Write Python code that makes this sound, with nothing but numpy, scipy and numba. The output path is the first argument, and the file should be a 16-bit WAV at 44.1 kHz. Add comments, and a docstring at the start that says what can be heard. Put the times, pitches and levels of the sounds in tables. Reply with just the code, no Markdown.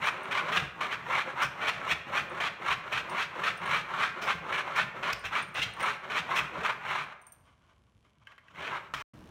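"""Claws judder over the hard tray of a wire crate: a puppy digging with alternate forepaws, a metre
or two from a phone microphone in a bare room. The claw tips catch and slip, ringing the tray and
shaking the crate; paws thump, collar tags chink. The pup stops to pant, shifts and digs once more.
The sound breaks off during a clatter; after a short silence comes a low rumble in another spot."""
import sys
import numpy as np
from scipy import signal
from scipy.fft import rfft, irfft
from scipy.io import wavfile
from scipy.ndimage import uniform_filter1d
from numba import njit

SR = 44100
rng = np.random.default_rng(int(sys.argv[2]) if len(sys.argv) > 2 else 0)


def pcm_store(signal):
    """Save signal as 16-bit PCM."""
    levels = np.round(np.clip(np.atleast_2d(signal), -1, 1) * 32767)
    wavfile.write(sys.argv[1], SR, levels.astype(np.int16).T)


N = 410130
T = np.arange(N) / SR

# Paw contacts. 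Levels are relative; tilt is upper over lower tray modes; rasp and pad are re the tray.
# claw strokes: peak_s, level_db, rise_s, fall_s, tilt_db, rasp_db
CLAW_STROKES = [(0.076, -26.5, 0.046, 0.018, 0, -23), (0.369, -29.5, 0.032, 0.039, -1.5, -34),
                (0.565, -25, .007, 0.021, 1, -22), (0.927, -31.5, 0.021, 0.023, 0.5, -26),
                (1.183, -28, 0.093, .039, -1.5, -26.5), (1.427, -30, .057, 0.035, -3.5, -28),
                (1.684, -25.5, 0.02, 0.017, 0.5, -22), (1.917, -28, 0.033, 0.017, 4, -18),
                (2.167, -26, 0.029, 0.036, -0.5, -24), (2.451, -30, .035, 0.033, -0.5, -29),
                (2.719, -28, 0.06, 0.023, -0.5, -25), (2.942, -31.5, 0.022, .045, 0.5, -29),
                (3.211, -28.5, 0.043, .03, 0, -23), (3.478, -29, 0.032, 0.024, -2, -28),
                (3.748, -27.5, 0.07, 0.048, -1.5, -24), (4.027, -28, 0.026, 0.048, -4, -26.5),
                (4.299, -26, 0.024, 0.026, -1, -30.5), (4.596, -29, 0.037, 0.022, -2, -26.5),
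                (4.799, -26.5, 0.042, 0.03, -1.5, -28.5), (5.097, -30.5, 0.037, .025, -2.5, -32),
                (5.369, -30, 0.045, .047, -2, -26.5), (5.631, -30, 0.014, .014, 9.5, -13.5),
                (5.871, -29.5, 0.073, 0.057, -3, -24.5), (6.181, -29.5, 0.042, 0.02, 0, -23),
                (6.366, -27.5, 0.013, 0.03, 6, -12.5), (6.655, -31, 0.01, 0.021, -3.5, -25),
                (6.699, -30, 0.023, 0.024, -4, -30), (6.96, -31.5, 0.1, 0.062, -2, -27),
                (8.631, -39.5, 0.054, 0.082, 2, -25), (8.754, -34.5, 0.05, 0.032, -6, -33)]
# duller pad rubs between strokes: peak_s, level_db, rise_s, fall_s, pad_db
PAD_RUBS = [(0.31, -41, 0.3, 0.054, -4.5), (0.48, -35.5, 0.085, 0.14, -6), (0.833, -40, 0.056, 0.15, -9.5),
            (1.1, -39, 0.03, .035, -6), (1.275, -37, 0.017, 0.055, -4.5), (1.64, -37, 0.069, 0.062, -5.5),
            (1.861, -38, 0.082, 0.1, -6.5), (2.09, -42.5, 0.027, 0.12, -1.5),
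            (2.334, -41.5, 0.058, 0.16, -3), (2.64, -38, 0.042, 0.051, -6), (2.868, -43.5, 0.04, 0.18, -6),
            (3.14, -36.5, 0.065, 0.048, -5.5), (3.384, -37, 0.052, 0.14, -9.5), (3.64, -39, 0.03, 0.08, -6),
            (3.98, -34, 0.096, 0.085, -10.5), (4.184, -41.5, 0.035, .046, -5), (4.26, -44, 0.051, .04, 3),
            (4.5, -38.5, 0.064, 0.052, -3.5), (4.72, -40, 0.11, 0.038, -4.5),
            (4.973, -44, 0.039, 0.11, -1.5), (5.7, -47.5, 0.069, 0.0097, -5),
            (6.04, -45.5, .015, 0.27, -2.5), (6.317, -30.5, 0.035, 0.11, -13.5),
            (6.584, -39, 0.073, .06, -2.5), (7.12, -49.5, 0.09, 0.018, -10), (8.66, -45, 0.074, 0.12, 0),
            (8.839, -51.5, 0.063, 0.037, -16)]
# claws striking suddenly and skidding on: peak_s, level_db, skid_s, rasp_db
CLAW_SKIDS = [(0.314, -32.5, .035, -23), (0.525, -34.5, 0.1, -17.5), (0.811, -32, 0.049, -24),
              (1.424, -30.5, 0.034, -11), (1.619, -36.5, 0.13, -22.5), (2.406, -32, 0.039, -24),
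              (2.925, -36, 0.025, -15), (2.978, -33.5, 0.029, -23), (3.098, -52.5, 0.013, -2),
              (3.44, -32, 0.06, -22), (3.572, -51, 0.011, -11), (4.22, -39.5, 0.099, -11),
              (4.529, -31.5, 0.049, -24), (4.762, -33.5, 0.024, -12), (5.032, -31, 0.082, -25.5),
              (5.132, -43.5, .005, 3.5), (5.244, -36.5, 0.038, -15.5), (5.552, -34, 0.1, -20),
              (5.801, -38, 0.055, -15), (6.104, -36, 0.077, -22), (6.636, -39, 0.038, -18),
              (6.867, -41, 0.063, -19)]
# paws landing on the tray: start_s, level_db, pitch_hz
PAW_THUMPS = [(0.567, -34.5, 177), (0.614, -34, 140), (1.141, -55, 143), (1.446, -38, 134),
              (1.765, -46, 146), (1.912, -36.5, 161), (2.185, -46.5, 141), (2.692, -44, 70),
              (2.942, -42.5, 133), (3.611, -45, 172), (4.346, -38.5, 161), (4.407, -44, 159),
              (4.816, -50, 141), (5.128, -40, 120), (5.246, -43, 96), (5.585, -39.5, 141),
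              (5.657, -40.5, 115), (6.201, -48, 161), (6.414, -40.5, 146), (6.578, -38.5, 166),
              (7.944, -59, 100), (8.17, -62, 149), (8.211, -57, 109), (8.577, -45, 165), (8.951, -43, 136)]
# small blows: start_s, level_db
CLAW_TAPS = [(8.27, -37.5), (8.319, -46), (8.3793, -42), (8.4824, -43.5), (8.5475, -45)]
TAG_CHINKS = [(0.0564, -44), (0.2306, -50), (0.3117, -55.5), (2.2967, -54.5), (3.0964, -46), (3.5743, -48),
              (3.6586, -45), (5.1926, -50), (5.424, -42.5), (5.4816, -54), (5.542, -46.5), (5.7349, -48.5),
              (5.8032, -44), (5.826, -38), (7.0324, -59), (7.214, -53.5), (7.2672, -43), (7.3207, -41)]
# panted breaths: peak_s, level_db, half_length_s
BREATHS = [(7.49, -63, 0.05), (7.68, -65, 0.069), (7.88, -77, .06), (8.08, -67.5, 0.047),
           (8.172, -72.5, 0.016), (8.22, -64, 0.015), (8.3, -58, 0.041), (8.524, -63, 0.11)]

# struck modes: pitch_hz, level_db, t60_s
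TAP_MODES = [(1125, -9, .05), (1615, -3, .055), (1911, 0, .045), (2150, -3, .045), (2640, -3, .04),
             (3074, -4, .03), (4000, -6, .02)]
TAG_MODES = [(6050, -17, .05), (8760, -19, .09), (8850, 0, .06), (12620, -20, .05), (12830, -22, .06),
             (15650, -18, .05)]
# resonances, which resonate() shifts in pitch: nominal_hz, width_hz, level_db
TRAY_BODY_MODES = [(347, 205, -5), (461.4, 64.4, 2), (684, 157, 2.5), (875, 380, -7.5)]  # under the soft pad
TRAY_LOW_MODES = [(1060, 300, -3), (1230.4, 222, 6.5), (1444, 179, 5)]  # under the claws
TRAY_HIGH_MODES = [(1715, 128, 17.5), (2430, 330, 17), (2887, 580, 10.5), (3665, 610, -6)]
RASP_BANDS = [(4820, 820, 28.5), (5380, 1170, 30.5), (6860, 3800, 16.5), (8100, 1600, -1),
              (11130, 1900, 10), (15000, 2500, 17.5)]
CRATE_MODES = [(69, 30, -10), (118, 61, -5), (160.1, 72.5, 1), (213.3, 66, -7.5), (326, 150, -7.5)]
FUR_BANDS = [(6470, 4400, -3), (12500, 6000, -9)]
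MOUTH_FORMANTS = [(707, 140, -2), (1155, 250, 4.5), (1440, 210, -6), (2310, 330, -3.5), (3120, 340, -4.5),
                  (5700, 1300, -20)]
UNEVEN_TICK_BANDS = [(3100, 1300, 0), (5200, 3000, -11), (9000, 3500, -20)]
EVEN_TICK_BANDS = [(3100, 1300, 2.5), (5940, 1400, -2), (9000, 4000, -9), (14000, 4000, -12.5)]

# decay of the bare room: band_hz, t60_s
ROOM_DECAY = [(150, 0.39), (600, 1), (2000, 0.68), (5000, 0.45), (11000, 0.37)]
# steady background hush, with no hiss above about 12 kHz: frequency_hz, density_db
HUSH_SPECTRUM = [(25, -23), (60, 1), (110, -2.5), (350, -15.5), (1000, -22), (3000, -33), (5000, -36.5),
                 (11500, -43), (12500, -60)]
# low rumble after the silence: frequency_hz, density_db
RUMBLE_SPECTRUM = [(15, -30.5), (25, -7), (145, -3.5), (326, -10.5), (463, -16), (863, -19.5),
                   (1100, -19.5), (5880, -40), (16000, -53)]

SLIPS_PER_S, SLIP_SCATTER_DB, JUDDER_DB = 5000, 1.8, 1.6
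DRAG_SWEEP, SHIFT_PER_TILT_DB = 0.11, 0.018  # the tray modes rise along a drag and with its brightness
CLATTER_S, CLATTER_T60_S, CLATTER_DB, RATTLE_DB = 8.938, .13, -35, -43.5
ECHO_DB, ECHO_TAILS, CROSSFADE_S = -11, 3, .27
BREAK_S, RESUME_S = 9.024, 9.1345


def digging():
    """Slipping claws ring the tray and rasp; their shaking makes the whole crate boom."""
    body, low, high, rasp, shift = drag_envelopes()
    crash = clatter()
    body, low, high = body + crash / 20, low + crash / 2, high + crash / 2
    rasp = rasp + crash * undb(2 * -14)
    force = slips()
    tray = np.sqrt(low) * resonate(force, TRAY_LOW_MODES, shift)
    tray += np.sqrt(high) * resonate(force, TRAY_HIGH_MODES, shift)
    scratch = np.sqrt(rasp) * resonate(force, RASP_BANDS)
    pad = np.sqrt(body) * resonate(slips(), TRAY_BODY_MODES, 0.92 * shift ** 1.23)
    shaking = np.abs(uniform_filter1d(low + high, int(.18 * SR))) ** 0.42
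    shaking *= undb(1.5 * wander(6))
    boom = undb(-24) * shaking * resonate(rng.standard_normal(N), CRATE_MODES)
    fur = undb(-43.5) * shaking * resonate(rng.standard_normal(N), FUR_BANDS)
    return undb(2.5) * tray + undb(-0.5) * pad + undb(1.5) * scratch + boom + fur


def paw_contacts():
    """Every stroke, rub and skid as peak_s, level_db, rise_s, fall_s, rasp_db, tilt_db, pad_db."""
    for peak_s, db, rise_s, fall_s, tilt_db, rasp_db in CLAW_STROKES:
        yield peak_s, db, rise_s, fall_s, rasp_db, tilt_db, -17
    for peak_s, db, rise_s, fall_s, pad_db in PAD_RUBS:
        yield peak_s, db, rise_s, fall_s, -28, -5.5, pad_db
    for peak_s, db, skid_s, rasp_db in CLAW_SKIDS:
        yield peak_s, db, .005, skid_s, rasp_db, 1, -10


def drag_envelopes():
    """Power the paws feed to the tray's body, low and high modes and rasp, and the modes' pitch shift."""
    body, low, high, rasp, climb = np.zeros((5, N))
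    for peak_s, db, rise_s, fall_s, rasp_db, tilt_db, pad_db in paw_contacts():
        span = slice(max(int((peak_s - 3 * rise_s) * SR), 0), int((peak_s + 3 * fall_s) * SR))
        along = (T[span] - peak_s) / np.where(T[span] < peak_s, rise_s, fall_s)
        power = undb(2 * db) * np.exp(-2 * np.abs(along) ** 1.95)
        high_share = 1 / (1 + undb(-2 * (tilt_db + 0.26 * along)))  # brighter as the paw speeds up
        body[span] += power * undb(2 * pad_db - 0.73 * along)  # the soft pad lands and rubs first
        low[span] += power * (1 - high_share)
        high[span] += power * high_share
        rasp[span] += power * undb(2 * rasp_db)
        climb[span] += power * (DRAG_SWEEP * along + SHIFT_PER_TILT_DB * tilt_db)
    mean_climb = np.clip(climb / (low + high + 1e-7), -.4, .4)
    shift = np.exp(uniform_filter1d(mean_climb, size=200) + 0.037 * wander(12))
    return body, low, high, rasp, shift


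def slips():
    """Claw tips catch and let go thousands of times a second, in uneven bursts."""
    caught = rng.random(N) < SLIPS_PER_S / SR
    size = undb(SLIP_SCATTER_DB * rng.exponential(1, N)) * rng.choice([-1, 1], N)
    return caught * size * undb(JUDDER_DB * wander(120))


def clatter():
    """Power of a crash on the tray that dies quickly and rattles on."""
    since_s = np.maximum(T - CLATTER_S, 0)
    crash_db = CLATTER_DB - 60 * since_s / CLATTER_T60_S
    return (since_s > 0) * (undb(2 * crash_db) + undb(2 * RATTLE_DB))


def paw_thumps():
    """A soft paw lands and sets three low tray modes ringing."""
    out = np.zeros(N)
    for start_s, db, hz in PAW_THUMPS:
        modes = [(hz, 0, .22), (.47 * hz, -7, .35), (2.0 * hz, -9, .12)]
        add(out, start_s, undb(db) * ring(modes, spread_db=1.4, push_s=0.0053, buzz=0))
    return out


def chinks_and_taps():
    """Collar tags chink, and claws tap as the pup shifts: each a hard snap and a buzzing ring."""
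    out = np.zeros(N)
    snap = np.exp(-T[:SR // 4] / .001) * resonate(rng.standard_normal(SR // 4), RASP_BANDS)
    for start_s, db in TAG_CHINKS:
        tag = ring(TAG_MODES, spread_db=2.5, push_s=.0015, buzz=.5)
        add(out, start_s, undb(db) * (tag + .13 * snap))
    for start_s, db in CLAW_TAPS:
        tap = ring(TAP_MODES, spread_db=2.5, push_s=.0012, buzz=.6)
        add(out, start_s, undb(db) * (tap + .1 * snap))
    return out


def panting():
    """Air rushes through the open mouth, swelling and fading with each breath."""
    air = rng.standard_normal(N) * undb(2.5 * wander(67))
    flow = sum(undb(db) * np.exp(-((T - peak_s) / half_s) ** 2) for peak_s, db, half_s in BREATHS)
    return flow * resonate(air, MOUTH_FORMANTS)


def room_echoes(direct):
    """Dense echoes that die sooner in the treble; three tails crossfade to keep the decay smooth."""
    t, out = T[:SR], 0
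    for turn in range(ECHO_TAILS):
        tail = 0
        for hz, t60 in ROOM_DECAY:
            band = resonate(rng.standard_normal(SR), [(hz, 0.77 * hz, 0)])
            tail += undb(-60 * t / t60) * band * np.sqrt(hz)
        tail *= np.clip((t - .003) / 0.004, 0, 1)  # echoes reach the microphone after the direct sound
        tail /= np.sqrt(np.sum(tail ** 2))
        fade = np.sqrt(2 / ECHO_TAILS) * np.abs(np.cos(np.pi * (T / CROSSFADE_S + turn) / ECHO_TAILS))
        out += signal.fftconvolve(direct * fade, tail)[:N]
    return undb(ECHO_DB) * out


def background(spectrum, rms_db):
    """A steady hush or rumble: noise with the given spectrum."""
    hz, density_db = np.transpose(spectrum)
    bins_hz = np.arange(1, N // 2 + 2) * SR / N
    gain = undb(np.interp(np.log(bins_hz), np.log(hz), density_db))
    return at_rms(irfft(rfft(rng.standard_normal(N)) * gain, N), rms_db)


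def faint_ticks(times_s, bands, rms_db):
    """Tiny, alike clicks close to the microphone."""
    force = np.zeros(N)
    force[(times_s * SR).astype(int)] = undb(1.5 * rng.standard_normal(len(times_s)))
    return undb(rms_db) * resonate(force, bands)


def ring(modes, spread_db, push_s, buzz):
    """One blow on a set of modes, each excited a little differently and fluttering by buzz; peak 1."""
    hz, db, t60 = np.transpose(modes)[:, :, None]
    t = T[:SR // 4]
    strength, detune, phase = rng.standard_normal((3, len(modes), 1))
    flutter = 1 + buzz * 10 * uniform_filter1d(rng.standard_normal((len(modes), len(t))), size=100)
    decay = undb(db + spread_db * strength - 60 * t / t60)
    partials = decay * np.sin(2 * np.pi * hz * (1 + 0.0018 * detune) * t + phase)
    blow = (partials * flutter).sum(0) * np.minimum(t / push_s, 1)
    return blow / np.abs(blow).max()


def resonate(x, modes, shift=0.956):
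    """Sum of resonances, each applied twice for dark valleys; shift moves all centres; rms 1."""
    out, shift = 0, shift * np.ones(len(x))
    for hz, width, db in modes:
        shape = np.tan(np.pi * min(hz / SR, .45)), shift, 1.614 * width / hz
        out += undb(db) * bandpass(bandpass(x + 1e-18, *shape), *shape)
    return at_rms(out, 0)


@njit
def bandpass(x, tuning, shift, damping):
    """State-variable filter, gain 1 at the centre; tuning = tan(pi f / SR), scaled by shift."""
    out, band_state, low_state = np.empty(len(x)), 0., 0.
    for i in range(len(x)):
        g = tuning * shift[i]
        band = (band_state + g * (x[i] - low_state)) / (1 + g * (g + damping))
        band_state, low_state = 2 * band - band_state, low_state + 2 * g * band
        out[i] = damping * band
    return out


def wander(rate_hz):
    """Glides between random values, rate_hz of them a second; spread near 1."""
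    hold = int(SR / rate_hz)
    steps = np.repeat(rng.standard_normal(N // hold + 1), hold)
    return 1.2 * uniform_filter1d(steps, hold)[:N]


def undb(db):
    """Gain of a dB value."""
    return 10 ** (np.asarray(db) / 20)


def at_rms(x, db):
    """Scale to an rms level."""
    return x * undb(db) / np.sqrt(np.mean(x ** 2))


def add(out, start_s, sound):
    """Mix a short sound in at a time."""
    i = int(start_s * SR)
    out[i:i + len(sound)] += sound[:N - i]


def scene():
    """The puppy in the bare room, a short silence, then the rumble in the other spot; mono."""
    puppy = digging() + paw_thumps() + chinks_and_taps() + panting()
    uneven_s = np.cumsum(rng.uniform(.35, 1.65, 600) / 45)  # about 45 ticks a second
    at_crate = puppy + room_echoes(puppy)
    at_crate += background(HUSH_SPECTRUM, rms_db=-67.5) * undb(1.5 * wander(8))
    at_crate += faint_ticks(uneven_s[uneven_s < 9], UNEVEN_TICK_BANDS, rms_db=-82.5)
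    other_spot = background(RUMBLE_SPECTRUM, rms_db=-51.5)
    other_spot += faint_ticks(np.arange(9.1415, 9.298, 1 / 60), EVEN_TICK_BANDS, rms_db=-88)
    cut_out = np.clip((BREAK_S - T) / 0.00071, 0, 1)
    cut_in = np.clip((T - RESUME_S) / 0.0021, 0, 1)
    return (at_crate * cut_out + other_spot * cut_in)[None]


def record(dry):
    """The phone drops the deepest bass and cuts the top."""
    low_cut = signal.butter(2, 44.7, "high", fs=SR, output="sos")
    top_cut = signal.ellip(10, .2, 70, 15850, fs=SR, output="sos")
    return signal.sosfilt(top_cut, signal.sosfilt(low_cut, dry))


dry = scene()
out = record(dry)
pcm_store(out)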